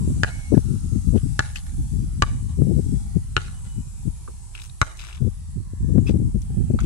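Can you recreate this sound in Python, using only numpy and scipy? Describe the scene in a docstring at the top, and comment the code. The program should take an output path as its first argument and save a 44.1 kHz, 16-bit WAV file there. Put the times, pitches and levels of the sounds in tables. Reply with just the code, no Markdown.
"""A basketball bounces five times on an open asphalt court, heard from under the hoop: each bounce
slaps the ringing rubber shell, thumps, and draws an answer from the yard, trees and a far building.
Damped noise gives dull knocks, mostly hands on the ball; shoes scuff grit, tick, and squeak by stick and slip.
Eddies swept past the two microphone ports buffet them, over shaped noise: a distant rumble and a high hiss."""
import sys
import numpy as np
from scipy import signal
from scipy.fft import rfft, irfft, next_fast_len
from scipy.io import wavfile
from scipy.ndimage import uniform_filter1d, map_coordinates

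SR = 44100
rng = np.random.default_rng(int(sys.argv[2]) if len(sys.argv) > 2 else 0)


def wrap_up_sound(samples):
    """Save the sound to the file named by the first command line argument, as 16-bit audio."""
    columns = np.atleast_2d(samples).T
    # keep every value between -1 and 1, then stretch to whole-number steps
    tamed = np.clip(columns, -1, 1)
    steps = np.round(tamed * 32767).astype(np.int16)
    wavfile.write(sys.argv[1], SR, steps)


N = 302092

# crunch of grit under a sole: frequency_hz, density_db (relative, per Hz)
GRIT_SPECTRUM = [(300, -23), (900, -4), (1600, 3), (2400, 5), (3200, 5), (4200, -0.5), (6000, -3),
                 (9000, -14), (15000, -15.5)]
# turbulence: knots per second of the fast flutter in the wind's level and pitch
FLUTTER_PER_S = 105


def amp(db):
    """Decibels to gain."""
    return 10 ** (np.asarray(db) / 20)


def unit(x):
    """x at rms 1."""
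    return x / np.sqrt(np.mean(x ** 2) + 1e-20)


def along(points, hz):
    """(Hz, value) points read on a log axis."""
    f, v = np.transpose(points)
    return np.interp(np.log(hz + 1), np.log(f + 1), v)


def curve(rows, order=1):
    """One column of (s, ..) rows as a value per sample."""
    columns = np.transpose(rows)
    return np.interp(np.arange(N) / SR, columns[0], columns[order])


def filtered(x, response):
    """x times a complex response of frequency."""
    n = x.shape[-1]
    m = next_fast_len(n + SR // 10, True)
    return irfft(rfft(x, m) * response(np.fft.rfftfreq(m, 1 / SR)), m)[..., :n]


def causal(db):
    """The minimum-phase response with these gains."""
    cepstrum = irfft(db * np.log(10) / 20)
    half = len(cepstrum) // 2
    cepstrum[1:half] *= 2
    cepstrum[half + 1:] = 0
    return np.exp(rfft(cepstrum))


def resonance(f, hz, width):
    """One damped mode, gain 1 at its centre."""
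    return 1j * f * width / (hz * hz - f * f + 1j * f * width)


def treble(f, db, corner_hz=2600):
    """A shelf that lifts the highs by db."""
    return 1 + (amp(db) - 1) * f ** 2 / (f ** 2 + corner_hz ** 2)


def wobble(rate):
    """A random curve with rate knots a second, repeating after 2048 knots."""
    return map_coordinates(rng.standard_normal(2048), [np.arange(N) * rate / SR], mode="wrap")


def brief(t, length_s):
    """An envelope that holds for about length_s and then stops quickly."""
    return np.exp(-np.square(np.square(t / length_s)))


def held(t, length_s, rise_s, fall_s):
    """An envelope that rises around t = 0, holds for length_s and falls away."""
    return (1 + np.tanh(t / rise_s)) * (1 - np.tanh((t - length_s) / fall_s)) / 4


def specks(shape, per_s=700, bed_db=-7):
    """Scattered impulses of random size on a bed of weaker ones."""
    sparse = rng.standard_normal(shape) * (rng.random(shape) < per_s / SR)
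    return unit(unit(sparse) + amp(bed_db) * rng.standard_normal(shape))


def add(track, s, sound):
    """Mix a sound into a track at time s."""
    start = round(s * SR)
    track[..., start:start + sound.shape[-1]] += sound[..., :N - start]


def at_ports(x, s, lag_s=0.000592, lag_growth_s_per_s=0.000036):
    """The right port hears the court first, by more as the player works his way across it."""
    lag = lag_s + lag_growth_s_per_s * s
    return filtered(x, lambda f: np.exp(1j * np.pi * f * lag * np.array([[-1], [1]])))


def noise(spectrum, patchy_db):
    """Unrelated noise of rms 1 in both channels, with shared narrow drifting patches of gain."""
    z = signal.stft(rng.standard_normal((2, N)), nperseg=1024)[2]
    field = uniform_filter1d(rng.standard_normal(z.shape[1:]), size=4, axis=0)
    field = uniform_filter1d(field, size=22, axis=1)
    patchy = signal.istft(z * amp(patchy_db * unit(field)), nperseg=1024)[1][:, :N]
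    return unit(filtered(patchy, lambda f: amp(along(spectrum, f))))


def background(hiss_db=2, distance_db=-57.5, drift_db=.5):
    """High hiss and the far rumble of the neighbourhood, each drifting a little in level."""
    # high hiss: frequency_hz, density_db (relative, per Hz)
    hiss_spectrum = [(1500, -6.5), (3000, -4.5), (5000, 0), (7000, 4.5), (8300, 5.5), (10400, 0.5),
                     (12000, -10.5), (13500, -23), (16000, -33.5)]
    # far traffic and trees: frequency_hz, density_db (relative, per Hz)
    distance_spectrum = [(30, 9.5), (200, -9), (350, -1), (520, -25), (720, -1.5), (950, -3), (1400, -9.5),
                         (2200, -15), (4000, -17), (8000, -53), (14000, -54)]
    # slow course of the hiss: time_s, level_db (before hiss_db and the drift)
    hiss_level = [(0, -49.5), (.3, -49.5), (1.9, -53.5), (4.6, -55.5), (5.8, -58.5), (6.85, -56)]
    hiss = noise(hiss_spectrum, patchy_db=2.8)
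    distance = amp(distance_db + drift_db * wobble(13.0)) * noise(distance_spectrum, patchy_db=5.0)
    return amp(curve(hiss_level) + hiss_db + drift_db * wobble(4.3)) * hiss + distance


def buffet(level_db, shift, octaves_per_db=0.0532, moderate_db=-23, gain_db=1, flicker_octaves=.13):
    """Wind sweeps a pattern of eddies past one port: the faster it goes, the louder and higher they sound."""
    # eddies in a moderate gust: frequency_hz (at speed 1), density_db (relative, per Hz)
    eddy_spectrum = [(12, -28), (25, -26), (45, 4), (75, 1.5), (115, 1), (170, -5), (250, -12.5),
                     (370, -25), (540, -47.5), (800, -73), (1500, -60), (4000, -110)]
    octaves = octaves_per_db * (level_db - moderate_db) + shift
    speed = 2 ** (octaves + flicker_octaves * wobble(FLUTTER_PER_S))
    travel = np.cumsum(speed)
    pattern = filtered(rng.standard_normal(2 * N), lambda f: amp(along(eddy_spectrum, f)))
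    eddies = map_coordinates(pattern, [travel], mode="wrap")
    # level the swept pattern, so that level_db alone sets the loudness
    power = uniform_filter1d(uniform_filter1d(eddies ** 2, size=1100), size=700)
    even = eddies / np.sqrt(np.abs(power) + 1e-20)
    return amp(uniform_filter1d(level_db, size=300) + gain_db) * even


def wind_at(port, breeze_db, breeze_octaves=-.1, rise_s=0.00433, fall_s=0.0111,
            skirt_db=-15, skirt_rise_s=.025, skirt_fall_s=.04,
            swell_db=1.44, swell_per_s=16, flutter_db=2.5):
    """Gusts ride on the breeze at one port; the strongest dominates the pitch, and turbulence shakes the sum."""
    # gusts that strike one port; small eddies sound higher. Levels precede turbulence and buffet gain:
    # start_s, length_s, level_db, pitch_shift_octaves, port
    gust_rows = [(0, 0.23, -24, 0.17, "left"), (0.076, 0.048, -23.5, 0.43, "right"),
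                 (0.161, 0.014, -21.5, 0.36, "right"), (0.509, 0.019, -21, -0.026, "left"),
                 (0.522, 0.028, -9, 0.45, "left"), (0.569, 0.022, -10, 0.26, "left"),
                 (0.638, 0.14, -22.5, 0.12, "left"), (0.704, 0.013, -16.5, -0.13, "left"),
                 (0.826, 0.058, -22, -0.26, "left"), (0.916, 0.073, -17, -0.057, "left"),
                 (1.069, 0.037, -10.5, -0.35, "left"), (1.125, 0.053, -12.5, 0.26, "left"),
                 (1.227, .11, -21, -0.18, "left"), (1.686, 0.18, -26, -0.19, "right"),
                 (1.778, 0.034, -20, -0.0033, "left"), (1.909, 0.16, -23, -0.039, "left"),
                 (2.304, 0.062, -21, -0.21, "right"), (2.574, 0.07, -17.5, 0.13, "left"),
                 (2.63, .11, -19, 0.35, "left"), (2.734, 0.033, -17, -0.0061, "left"),
                 (2.764, 0.036, -14.5, 0.19, "left"), (2.819, 0.094, -24.5, 0.046, "left"),
                 (2.922, 0.06, -19, -0.043, "left"), (3.156, 0.021, -15.5, -0.12, "left"),
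                 (3.757, 0.06, -25.5, 0.15, "left"), (4.053, 0.047, -19.5, -0.12, "left"),
                 (5.207, 0.079, -15.5, -0.16, "left"), (5.266, 0.015, -15, 0.32, "left"),
                 (5.558, 0.048, -22.5, 0.0044, "right"), (5.799, 0.038, -20.5, -0.16, "right"),
                 (5.82, 0.48, -20.5, -0.075, "left"), (5.938, 0.072, -13, -0.41, "left"),
                 (5.889, 0.048, -18, 0.046, "left"), (6.089, 0.025, -13.5, 0.22, "left"),
                 (6.14, 0.026, -13.5, 0.28, "left"), (6.494, 0.046, -26.5, 0.17, "left"),
                 (6.343, 0.036, -14.5, 0.063, "left"), (6.567, 0.09, -19, -0.18, "right"),
                 (6.699, 0.016, -13.5, 0.36, "left"), (6.734, 0.021, -14.5, 0.34, "left"),
                 (6.737, 0.15, -26, -0.055, "right"), (6.804, 0.083, -20, -0.3, "left")]
    t, power = np.arange(N) / SR, amp(breeze_db) ** 2
    shift = breeze_octaves * power
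    for s, length, db, octaves, side in gust_rows:
        if side == port:
            near = np.abs(t - s - length / 2) < length / 2 + .1
            since = t[near] - s
            gust = (amp(db) * held(since, length, rise_s, fall_s)) ** 2
            # a weaker, slower swell of air before and after the gust
            skirt_length = length + skirt_rise_s + skirt_fall_s
            skirt = held(since + skirt_rise_s, skirt_length, skirt_rise_s, skirt_fall_s)
            power[near] += gust + (amp(db + skirt_db) * skirt) ** 2
            shift[near] += octaves * gust
    swell = swell_db * np.tanh(wobble(swell_per_s))
    flutter = flutter_db * np.tanh(wobble(FLUTTER_PER_S))
    return buffet(10 * np.log10(power) + swell + flutter, shift / power)


def wind(limit=.8):
    """Each port has its own turbulence, rounded off at the peaks; the windward left one takes most of the gusts."""
    # light breeze between gusts, before turbulence and buffet gain: time_s, left_level_db, right_level_db
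    breeze = [(0, -28, -26), (.4, -37, -30), (.8, -27, -32), (1.55, -33, -33), (2.1, -27, -28.5),
              (2.8, -27, -30.5), (3.4, -33, -32), (4.25, -39, -36), (4.75, -42, -39), (5.5, -35.5, -37),
              (6.15, -30, -27.5), (6.85, -32, -28)]
    left = wind_at("left", curve(breeze, order=1))
    right = wind_at("right", curve(breeze, order=2))
    return limit * np.tanh(np.array([left, right]) / limit)


def thuds(width_s=0.00099, suction_ratio=2.65):
    """A tight eddy slams into the left port: one push of pressure inside a wider, weaker suction."""
    # slams: centre_s, peak_db (full scale 0, ahead of the port's colour)
    slams = [(.077, -10), (0.5294, -4), (0.5454, -4), (.5715, -3.5), (.578, -5.5), (1.143, -9.5),
             (2.621, -0.5), (2.671, -10.5), (2.695, -9.5), (2.72, -12), (3.17, -9), (5.736, -19.5),
             (5.982, -5.5), (6.11, -5.5), (6.201, -13)]
    out, t = np.zeros((2, N)), np.arange(-SR // 50, SR // 50) / SR
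    pressure = np.cosh(t / width_s) ** -2
    suction = np.cosh(t / width_s / suction_ratio) ** -2 / suction_ratio
    push = pressure - suction
    for s, db in slams:
        add(out[0], s + t[0], amp(db) * push / push.max())
    return out


def squeak(start_s=6.068, length_s=0.025, pitch_hz=2580, level_db=-39, rough=0.028, overtone_db=-11):
    """A planted rubber sole sticks and slips at an unsteady rate: a rough chirp with weak overtones."""
    t = np.arange(N) / SR - start_s
    phase = 2 * np.pi * np.cumsum(pitch_hz * (1 + rough * wobble(820))) / SR
    tone = sum(amp(k * overtone_db) * np.sin((k + 1) * phase) for k in range(3))
    chirp = amp(level_db) * unit(tone) * held(t, length_s, rise_s=0.0019, fall_s=0.0083)
    return at_ports(chirp, start_s)


def ticks(width_share=0.13, crack_db=-17, snap_s=0.0018, pan_db=3):
    """Short ticks of heel, grit and hand: a broad crack with a brief ring at its own pitch."""
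    # single ticks: start_s, level_db (before the pan), pitch_hz
    tick_rows = [(1.557, -26, 2590), (4.5505, -33.5, 2632), (4.5982, -41, 2562), (4.6178, -38.5, 3793),
                 (4.6952, -44, 3916), (4.9895, -40.5, 2463), (5.0214, -42, 2570), (5.1263, -38.5, 2703),
                 (6.789, -41, 3902), (6.8024, -39, 6570)]
    out, t = np.zeros((2, N)), np.arange(SR // 20) / SR
    push = t / snap_s * np.exp(1 - t / snap_s)
    for s, db, hz in tick_rows:
        colour = lambda f: resonance(f, hz, width_share * hz) + amp(crack_db + along(GRIT_SPECTRUM, f))
        snap = filtered(push * rng.standard_normal(len(t)), colour)
        add(out, s, at_ports(amp(db) * snap * np.linalg.norm(push) / np.linalg.norm(snap), s))
    return out * amp([[pan_db], [-pan_db]])


def scuffs(grain_db=4, stutter_db=1, rise_s=0.0067, fall_s=0.022, fade_db=3, pan_db=3.5):
    """A sole scrapes over loose grit: a dense run of tiny grains, each with its own size and pitch."""
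    # dragging soles: start_s, level_db (before stutter, fade and pan), length_s, half_treble_lift_db
    drags = [(1.156, -48.5, 0.047, 2), (1.555, -39, 0.04, 2), (3.874, -62, 0.028, 18),
             (4.543, -46.5, 0.07, -7), (4.605, -44.5, 0.068, 10.5), (4.967, -50, 0.063, 27),
             (4.988, -43, 0.13, 0), (5.069, -46, 0.11, -5), (6.071, -31.5, 0.023, 1),
             (6.413, -54, 0.026, 17), (6.799, -47, 0.046, 2)]
    out, t = np.zeros((2, N)), np.arange(-SR // 25, SR // 4) / SR
    for s, db, length, half_lift_db in drags:
        z = signal.stft(specks(len(t)), nperseg=128)[2]
        sizes = unit(uniform_filter1d(rng.standard_normal(z.shape), size=4, axis=0))
        crunch = signal.istft(z * amp(grain_db * sizes), nperseg=128)[1][:len(t)]
        colour = lambda f: amp(along(GRIT_SPECTRUM, f)) * treble(f, 2 * half_lift_db, corner_hz=6650)
        grains = filtered(crunch, colour)
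        stutter = stutter_db * unit(uniform_filter1d(rng.standard_normal(len(t)), size=400))
        drag = amp(db + stutter - fade_db * t / length) * held(t, length, rise_s, fall_s)
        add(out, s + t[0], at_ports(drag * unit(grains), s))
    return out * amp([[pan_db], [-pan_db]])


def knocks(width_share=0.28, gain_db=7, soft_hz=1600):
    """Short dull knocks of damped noise: hands on the ball, and at 2.617 s the upper edge of a wind thud."""
    # knocks: start_s, level_db (before gain_db), pitch_hz, burst_t60_s
    knock_rows = [(2.617, -34, 1200, 0.02), (4.2766, -23, 1201, 0.039), (4.283, -22, 429.9, 0.1),
                  (6.789, -13.5, 1291, 0.021), (6.801, -22, 1520, 0.076), (6.825, -32, 1340, .025)]
    out, t = np.zeros((2, N)), np.arange(SR // 10) / SR
    for s, db, hz, t60 in knock_rows:
        burst = amp(-60 * t / t60) * rng.standard_normal(len(t))
        knock = filtered(burst, lambda f: resonance(f, hz, width_share * hz) / (1 + 1j * f / soft_hz) ** 2)
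        add(out, s, at_ports(amp(db + gain_db) * knock / np.linalg.norm(knock), s))
    return out


def singing(spin_hz=8, spin_db=2.0, fade_db_per_s=25, rise_s=0.011, fall_s=0.025, waver=0.0054):
    """After a bounce the air in the flying ball sings a thin tone, wavering with its spin as it fades."""
    # air modes: start_s, length_s, pitch_hz, level_db (at the start, before the spin)
    tones = [(0.3, 0.25, 2213, -44.5), (0.338, .18, 883, -60), (3.544, 0.04, 2961, -59),
             (3.67, 0.15, 2961, -60)]
    out, t = np.zeros((2, N)), np.arange(-SR // 20, SR // 2) / SR
    for s, length, hz, db in tones:
        spin = spin_db * np.sin(2 * np.pi * spin_hz * t)
        level = amp(db - fade_db_per_s * t + spin) * held(t, length, rise_s, fall_s)
        phase = 2 * np.pi * np.cumsum(hz * (1 + waver * wobble(76)[:len(t)])) / SR
        add(out, s + t[0], at_ports(level * np.sin(phase), s))
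    return out


def yard(x, echo_s, near_db=-23, swell_s=0.022, trees_s=0.04, trees_db=-29, trees_t60=0.34,
         trees_onset_s=0.0093, far_db=-33, far_t60=0.23, far_onset_s=.004, air_db=9, grain_db=3, patchy_db=4):
    """Uneven scatter from the pavement swells and dies; the nearest trees and a far building return soft echoes."""
    # decay of the pavement scatter: frequency_hz, t60_s
    decay = [(200, 0.46), (1200, 0.52), (3000, 0.5), (7000, 0.53), (14000, 0.11)]
    hz, t, z = signal.stft(specks((2, len(x)), per_s=2500), SR, nperseg=256)
    field = uniform_filter1d(rng.standard_normal(z.shape[1:]), size=2, axis=0)
    patches = unit(uniform_filter1d(field, size=10, axis=1))
    z = z * amp(grain_db * rng.standard_normal(len(t)) + patchy_db * np.tanh(patches))

    def echo(s, t60, onset_s):
        return (1 + np.tanh((t - s) / onset_s)) * amp(-60 * np.abs(t - s) / t60)

    scatter = (1 - np.exp(-t / swell_s)) * amp(-60 * t / along(decay, hz)[:, None])
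    trees = echo(trees_s, trees_t60, trees_onset_s)
    building = echo(echo_s, far_t60, far_onset_s)
    tail = 0
    for db, shape in ((near_db, scatter), (trees_db, trees), (far_db, building)):
        path = signal.istft(z * shape, SR, nperseg=256)[1]
        tail = tail + amp(db) * path / np.linalg.norm(path[0])
    # the treble leaves the contact along the ground, so more of it reaches the surroundings
    bright = filtered(x, lambda f: treble(f, air_db, corner_hz=4000))
    return signal.fftconvolve(bright[None], tail, axes=1)[:, :len(x)]


def shell(f, least_loss=0.075):
    """Response of the ball's skin to a blow: rubber damps every mode, so each is broad and short."""
    # shell modes: frequency_hz, width_hz (at least least_loss of the frequency), level_db
    modes = [(330, 365, -4), (603, 220, -13), (876, 85, -2.5), (1156, 162, 0), (1454, 126, -0.5),
             (1673, 194, -0.5), (2370, 420, -7), (2885, 590, -11.5), (3910, 293, -6.5), (4750, 3300, -17),
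             (6680, 2660, -14)]
    total = 0
    for k, (hz, width, db) in enumerate(modes):
        sign = (-1) ** (k // 2)
        total = total + sign * amp(db) * resonance(f, hz, max(width, least_loss * hz))
    return total


def spot(f, lifts, depth=1, least_width_hz=70, width_share=0.082):
    """Colour given by the spot that lands: narrow lifts and gaps in the shell's ring."""
    gains = [1 + (amp(depth * db) - 1) * resonance(f, hz, least_width_hz + width_share * hz)
             for hz, db in lifts]
    return np.prod(gains, axis=0)


def bounces(blow_db=22, crunch_db=-25, crunch_s=0.0058, crunch_hz=4000, contact_s=0.011, release_db=-5,
            release_hz=1100, shiver_hz=1500, shiver_width_hz=1600, shiver_db=-28.5, shiver_t60=0.046,
            thump_hz=98, thump_s=0.0127, ping_swell_s=0.043, pan_db=2.0):
    """The skin slaps and crunches on the ground, the ball squashes with a low thump, then lets go with a duller flap."""
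    # ball on asphalt; the spot that lands favours some pitches of the shell and misses others:
    # start_s, slap_level_db (before blow_db and pan), treble_lift_db, thump_level_db (before pan),
    # room_db, far_echo_s, lifts [(pitch_hz, lift_db), ..]
    landings = [(0.234, -3.5, -3, -15.5, -1.5, 0.31, [(650, 7), (970, 7.5), (1120, -15), (1600, 8.5),
                (2070, -14), (2600, 10.5), (3890, -9), (4600, 7)]),
                (1.3925, -4, 3, -17, -2, 0.27, [(700, -13), (780, 11), (1600, 5.5), (1870, -0.5),
                (2400, -7), (6350, -14)]), (2.2223, 0, -2, -14, -8, 0.27, [(670, 3), (1090, 10),
                (1380, -7.5), (2280, 2), (2950, 6.5), (4240, -16), (4730, 5.5), (5420, -17)]),
                (3.3661, -14.5, 8.5, -18.5, -4, .281, [(400, 16.5), (610, -17), (750, 9), (1310, 13),
                (1880, 2.5), (2830, 21)]), (4.8152, -5, 5.5, -14, -6.5, 0.27, [(570, 7.5), (1010, 6.5),
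                (1360, 6.5), (1640, 3.5), (2130, 6.5), (3460, -12.5), (5090, -12)])]
    # the air inside the ball rings on faintly: pitch_hz, level_db (before its swell), t60_s
    cavity = [(883, -57.5, 0.7), (1620, -55, 0.392), (2213, -69, 0.38), (2961, -58, 0.95)]
    out, t = np.zeros((2, N)), np.arange(SR * 3 // 4) / SR
    lead = SR // 100  # samples of silence ahead of the blow
    release = lambda f: 1 + amp(release_db) * np.exp(-2j * np.pi * f * contact_s) / (1 + 1j * f / release_hz)
    for s, db, bright_db, thump_db, room_db, echo_s, lifts in landings:
        grit = amp(crunch_db) * brief(t, crunch_s) * rng.standard_normal(len(t))
        crunch = filtered(grit, lambda f: 1j * f / (crunch_hz + 1j * f))
        # the skin keeps shivering for a moment
        shiver = amp(shiver_db - 60 * t / shiver_t60) * rng.standard_normal(len(t))
        shiver = filtered(shiver, lambda f: resonance(f, shiver_hz, shiver_width_hz))
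        blow = -1. * (t == 0) + crunch + shiver
        ring = filtered(blow, lambda f: shell(f) * treble(f, bright_db) * release(f))
        slap = amp(db + blow_db) * ring
        thump = amp(thump_db) * np.sin(2 * np.pi * thump_hz * t) * brief(t, thump_s)
        # the direct sound carries the full colour of the spot; the yard keeps part of it
        direct = filtered(slap, lambda f: spot(f, lifts))
        around = unit(filtered(slap, lambda f: spot(f, lifts, depth=0.61))) * direct.std()
        near, spread = np.pad([direct + thump, around + thump], ((0, 0), (lead, 0)))
        panned = at_ports(near, s) * amp([[pan_db], [-pan_db]])
        add(out, s - lead / SR, panned + amp(room_db) * yard(spread, echo_s))
        # the enclosed air sings on as the ball flies back up
        ping = sum(amp(level - 60 * t / t60) * np.sin(2 * np.pi * hz * t) for hz, level, t60 in cavity)
        add(out, s, ping * (1 - np.exp(-t / ping_swell_s)))
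    return out


def scene():
    """Background, wind, small court sounds and ball."""
    air = background() + wind() + thuds()
    small = squeak() + ticks() + scuffs() + knocks()
    return air + small + singing() + bounces()


def record(dry, top_hz=15700):
    """Each port colours its channel; the loudest peaks clip, and nothing passes above the band limit."""
    # each microphone port has its own resonance: frequency_hz, gain_db
    port_left = [(15, -16.5), (40, 3), (2000, -1.5), (4000, -1.5), (5500, -1), (7000, 2), (8400, 6.5),
                 (9300, -2.5), (10000, -17.5), (11000, -38.5), (13000, -19.5), (14500, -26)]
    port_right = [(15, -3), (45, 1), (1000, 2.5), (2000, 0), (4000, -1), (6000, -1.5), (8000, -9),
                  (9000, -2.5), (10400, 10), (11300, 8), (12000, 3), (14500, -2.5)]
    ported = filtered(dry, lambda f: np.array([causal(along(port, f)) for port in (port_left, port_right)]))
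    return filtered(np.clip(ported, -1, 1), lambda f: f < top_hz)


dry = scene()
out = record(dry)
wrap_up_sound(out)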